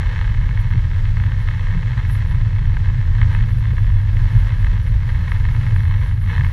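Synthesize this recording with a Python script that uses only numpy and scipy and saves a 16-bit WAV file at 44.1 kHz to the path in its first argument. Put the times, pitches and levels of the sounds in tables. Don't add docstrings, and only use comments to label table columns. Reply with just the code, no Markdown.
import sys
import numpy as np
from scipy import signal
from scipy.fft import rfft, irfft
from scipy.io import wavfile
from scipy.ndimage import uniform_filter1d

SR = 44100
rng = np.random.default_rng(int(sys.argv[2]) if len(sys.argv) > 2 else 0)


def natural_amplitude(level_db):
    exponent = np.asarray(level_db, float) / 20
    return 10 ** exponent


def put_to_file(sound):
    columns = np.atleast_2d(sound).T
    safe = np.clip(columns, -1, 1)
    whole_steps = np.round(safe * 32767)
    wavfile.write(sys.argv[1], SR, whole_steps.astype(np.int16))


N = 287532


def rms_one(x):
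    return x / np.sqrt(np.mean(x ** 2) + 1e-20)


def in_time(rows):
    s, *columns = np.transpose(rows)
    return [np.interp(np.arange(N) / SR, s, column) for column in columns]


def swells(rows, half_s):
    t = np.arange(N) / SR
    return sum(db * np.exp(-((t - s) / half_s) ** 2) for s, db in rows)


def drift(rate):
    knots = rng.standard_normal(N // 40 + 2002)
    r = np.exp(-80 * np.pi * rate / SR)
    slow = signal.lfilter([1], [1, -2 * r, r * r], knots)[2000:]
    return np.interp(np.arange(N) / 40, np.arange(len(slow)), rms_one(slow))


def resonance(x, hz, width_hz):
    r = np.exp(-np.pi * width_hz / SR)
    feed = np.array([1, 0, -1]) * (1 - r * r) / 2
    return signal.lfilter(feed, [1, -2 * r * np.cos(2 * np.pi * hz / SR), r * r], x)


def steep_resonance(x, hz, width_hz):
    return resonance(resonance(x, hz, width_hz), hz, width_hz)


def body(x, modes):
    return sum((-1) ** k * natural_amplitude(db) * resonance(x, hz, width) for k, (hz, width, db) in enumerate(modes))


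def softened(x, low_hz, high_hz):
    return signal.sosfilt(signal.butter(2, [low_hz, high_hz], "band", fs=SR, output="sos"), x)


def clicks(per_s, spread_db):
    sizes = natural_amplitude(spread_db * np.minimum(rng.exponential(1, N), 3.5)) * rng.choice([-1, 1], N)
    return sizes * (rng.random(N) < per_s / SR) + 1e-18


def blows(events, modes, scatter_db, band_hz, splash_s):
    s, level_db = np.transpose(events)
    unit = np.abs(softened(body(np.eye(1, 2000)[0], modes), *band_hz)).max()
    chance = rng.standard_normal((len(s), len(modes)))
    later = rng.random((len(s), 2))
    first_touch_s = s + splash_s * (.3 + later[:, 0])
    second_touch_s = s + splash_s * (1.5 + 3.0 * later[:, 1])
    out = 0
    for k, (hz, width, db) in enumerate(modes):
        hits = np.full(N, 1e-18)
        strength = natural_amplitude(level_db + db + scatter_db * chance[:, k]) / unit
        hits[(s * SR).astype(int)] = strength
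        hits[(first_touch_s * SR).astype(int)] -= 0.12 * strength
        hits[(second_touch_s * SR).astype(int)] += 0.1 * strength
        out = out + (-1) ** k * resonance(hits, hz, width)
    return softened(out, *band_hz)


def rumble(modes, level_db, even_s):
    run_in = SR // 2
    rough = rng.standard_normal((2, N + run_in))
    shaken = sum(natural_amplitude(db) * steep_resonance(rough[k % 2], hz, 1.226 * width)
                 for k, (hz, width, db) in enumerate(modes))[run_in:]
    window = int(even_s * SR)
    swell = np.sqrt(uniform_filter1d(uniform_filter1d(shaken ** 2, window), window))
    gain = uniform_filter1d(natural_amplitude(level_db) / swell, int(.06 * SR))
    return gain * shaken


# time in seconds, level in dB.
SHAKE_LEVEL = [(0, -16.5), (1, -18), (2.1, -20), (2.7, -17), (3.8, -16.5), (4.6, -15), (5.3, -18.5),
               (6.52, -21)]
# frequency in Hz, width in Hz before the rumble widens it, relative level in dB.
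SHAKE_MODES = [(27, 3.5, 1), (35, 10, -7), (44, 8, -6), (52, 8, -6)]


def body_shake():
    return rumble(SHAKE_MODES, *in_time(SHAKE_LEVEL), even_s=0.33)


# time in seconds, level in dB before the swells.
BOOM_LEVEL = [(0, -22), (.5, -19), (1.1, -18), (1.65, -20.5), (2.3, -17), (2.9, -17), (3.5, -17),
              (4.1, -16), (4.6, -18), (5.3, -19), (5.8, -14), (6.2, -18), (6.52, -19.5)]
# centre in seconds, rise in dB.
BOOM_SWELLS = [(.76, 6.5), (1.26, 6.5), (3.25, 9.5), (3.94, 2.5), (4.36, 6.5), (6.42, 10.5)]
# frequency in Hz, width in Hz before the rumble widens it, relative level in dB.
BOOM_MODES = [(83, 10, -1), (97, 10, 0), (108, 10, -2), (124, 10, -7)]


def cabin_boom():
    level_db, = in_time(BOOM_LEVEL)
    return rumble(BOOM_MODES, level_db + swells(BOOM_SWELLS, half_s=0.027), even_s=0.098)


# centre in seconds, rise in dB.
PANEL_SWELLS = [(.52, 7), (.76, 6), (1.2, 8), (1.77, 15.5), (3.4, 9), (3.67, 6.5), (4.36, 6.5), (5.21, 8),
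                (6.28, 12.5)]
# frequency in Hz, width in Hz before the rumble widens it, relative level in dB.
PANEL_MODES = [(162, 11, 0), (184, 9, -19), (199, 9, -19), (213, 7, -18)]


def panel_drone():
    return rumble(PANEL_MODES, -37.5 + swells(PANEL_SWELLS, half_s=0.038), even_s=0.13)


# time in seconds, level in dB before a trim of the patter.
RAIN = [(0, -38), (.2, -36), (.4, -39), (.7, -38.5), (1.05, -41), (1.35, -38.5), (2.06, -37.5), (2.55, -41),
        (2.78, -39), (3.05, -40.5), (3.3, -37), (3.5, -41), (4.04, -43), (4.27, -37.5), (4.65, -39.5),
        (5.0, -43), (5.2, -37), (5.55, -40), (5.78, -38), (6.08, -38), (6.19, -48.5), (6.33, -33),
        (6.52, -40.5)]
# frequency in Hz, width in Hz, relative level in dB.
GLASS_MODES = [(478, 76, -2.5), (614, 61, -14.5), (848, 180, -5), (985, 227, -3), (1278, 79, -6.5),
               (1592, 160, -3), (1824, 271, -2), (2188, 98, -3.5), (2587, 59, -9), (2800, 268, -12),
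               (3106, 695, -13), (4256, 300, -15.5), (5590, 310, -21)]


def patter():
    rain_db, = in_time(RAIN)
    drops_per_s = 500 * natural_amplitude(1.5 * drift(18))
    drops = rms_one(softened(clicks(drops_per_s, spread_db=4.0), 800, 3500))
    spray = rng.standard_normal(N) * natural_amplitude(0.76 * drift(30))
    sheet = drops + natural_amplitude(1) * spray
    return natural_amplitude(rain_db - 0.8) * rms_one(body(sheet, GLASS_MODES))


# frequency in Hz, relative level in dB per Hz.
HISS_COLOUR = [(150, -12), (250, -0.5), (330, -4), (400, -13.5), (500, -3.5), (700, -11.5), (1400, -7.5),
               (2400, -11.5), (5000, -20), (7000, -27.5), (9000, -36), (12000, -37), (13500, -40),
               (15200, -51.5)]


def hiss():
    rain_db, = in_time(RAIN)
    hz = np.maximum(np.fft.rfftfreq(N, 1 / SR), 1)
    colour_hz, colour_db = np.transpose(HISS_COLOUR)
    colour = natural_amplitude(np.interp(np.log(hz), np.log(colour_hz), colour_db, left=-60))
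    noise = rms_one(irfft(rfft(rng.standard_normal(N)) * colour, N))
    swell_db = .45 * (rain_db - rain_db.mean())
    return natural_amplitude(-47 + swell_db + 1.1 * drift(3.3)) * noise


# time in seconds, level in dB before the throb and the puffs.
RUSTLE_LEVEL = [(0, -77), (1.0, -74), (1.2, -70), (2.0, -75.5), (2.8, -73.5), (3.4, -72), (3.8, -68.5),
                (4.4, -62.5), (5.0, -63.5), (5.5, -60), (6.52, -59)]
# centre in seconds, level in dB, half width in seconds (to 1/e).
RUSTLE_PUFFS = [(.61, -60, 0.017), (.7, -67, 0.018), (1.41, -68, 0.027), (2.131, -49.5, 0.039),
                (2.31, -65.5, .05), (3.35, -65, .03), (3.5, -65, 0.037), (3.59, -64, 0.017),
                (3.999, -67, .015), (4.32, -64.5, 0.013)]
# frequency in Hz, width in Hz before widening by half, mean relative level in dB.
RUSTLE_MODES = [(8760, 130, -10), (9370, 130, -6), (9620, 110, -4), (9850, 110, -7), (10680, 260, -4),
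                (10950, 260, 0), (11350, 450, -2.5), (11750, 400, -6), (12300, 300, -11)]
THROB_FROM_S, THROB_EVERY_S, THROB_RISE_S, THROB_SAG_DB = 3.885, .2305, .03, 7.5


def rustle():
    t = np.arange(N) / SR
    level_db, = in_time(RUSTLE_LEVEL)
    since = np.maximum(t - THROB_FROM_S, 0) % THROB_EVERY_S
    sag = np.interp(since, [0, THROB_RISE_S, THROB_EVERY_S], [1, 0, 1])
    sag_db = THROB_SAG_DB * sag * (t > THROB_FROM_S)
    puffs = sum(natural_amplitude(db) * np.exp(-((t - s) / half_s) ** 2) for s, db, half_s in RUSTLE_PUFFS)
    ticks = clicks(4000 * natural_amplitude(2.0 * drift(14)), spread_db=1.9)
    rung = sum(natural_amplitude(db + 1.5 * drift(5)) * steep_resonance(ticks, hz, 1.5 * width)
               for hz, width, db in RUSTLE_MODES)
    return (natural_amplitude(level_db - sag_db) + puffs) * rms_one(rung)


# time in seconds, peak in dB before the scatter of the modes.
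BIG_DROPS = [(0.16, -21), (0.19, -19), (0.212, -18), (0.49, -22), (0.574, -22), (0.913, -25), (1.169, -21),
             (1.199, -22), (1.237, -21), (1.319, -21), (1.486, -16), (1.829, -23), (2.097, -23),
             (2.768, -19), (3.215, -15), (3.229, -20), (3.348, -16), (3.407, -24), (3.654, -24),
             (3.781, -21), (3.9, -27), (4.168, -23), (4.645, -21), (4.668, -21), (5.091, -22), (5.318, -15),
             (5.452, -20), (5.487, -25), (5.548, -22), (5.665, -22), (5.761, -21), (5.911, -25),
             (6.111, -24), (6.295, -23), (6.38, -21), (6.409, -18), (6.446, -17), (6.465, -22)]


def big_drops():
    return blows(BIG_DROPS, GLASS_MODES, scatter_db=1.5, band_hz=(950, 2900), splash_s=.0015)


# time in seconds, peak in dB before the scatter of the modes.
WIPER_TURNS = [(.746, -31), (1.75, -29.5), (2.733, -32), (3.731, -29.5), (4.728, -34), (5.72, -32.5)]
# frequency in Hz, width in Hz, relative level in dB before the scatter.
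WIPER_MODES = [(165, 40, 0), (260, 70, 0), (340, 70, -2), (490, 100, -5)]


def wipers():
    return blows(WIPER_TURNS, WIPER_MODES, scatter_db=1.0, band_hz=(80, 700), splash_s=.004)


# time in seconds, pitch in Hz before the flutter, level in dB before the break-up.
SQUEAK = [(3.48, 3500, -75), (3.53, 3490, -60), (3.6, 3480, -70), (3.655, 3490, -56), (3.73, 3410, -64),
          (3.78, 3530, -56), (3.84, 3500, -55), (3.9, 3350, -68), (3.96, 3430, -58), (4.0, 3320, -57),
          (4.04, 3270, -75)]


def squeak():
    hz, level_db = in_time(SQUEAK)
    t = np.arange(N) / SR
    on = (t > SQUEAK[0][0]) & (t < SQUEAK[-1][0])
    flutter_hz = 45 * drift(30)
    phase = 2 * np.pi * np.cumsum(hz + flutter_hz) / SR
    return on * np.sqrt(2) * natural_amplitude(level_db + 2.5 * drift(25)) * np.sin(phase)


def scene():
    road = body_shake() + cabin_boom() + panel_drone()
    rain = patter() + hiss()
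    return (road + rain + rustle() + big_drops() + wipers() + squeak())[None, :]


def top_cut(x):
    return signal.sosfilt(signal.butter(12, 15150, fs=SR, output="sos"), x)


def record(dry):
    return top_cut(dry)


dry = scene()
out = record(dry)
put_to_file(out)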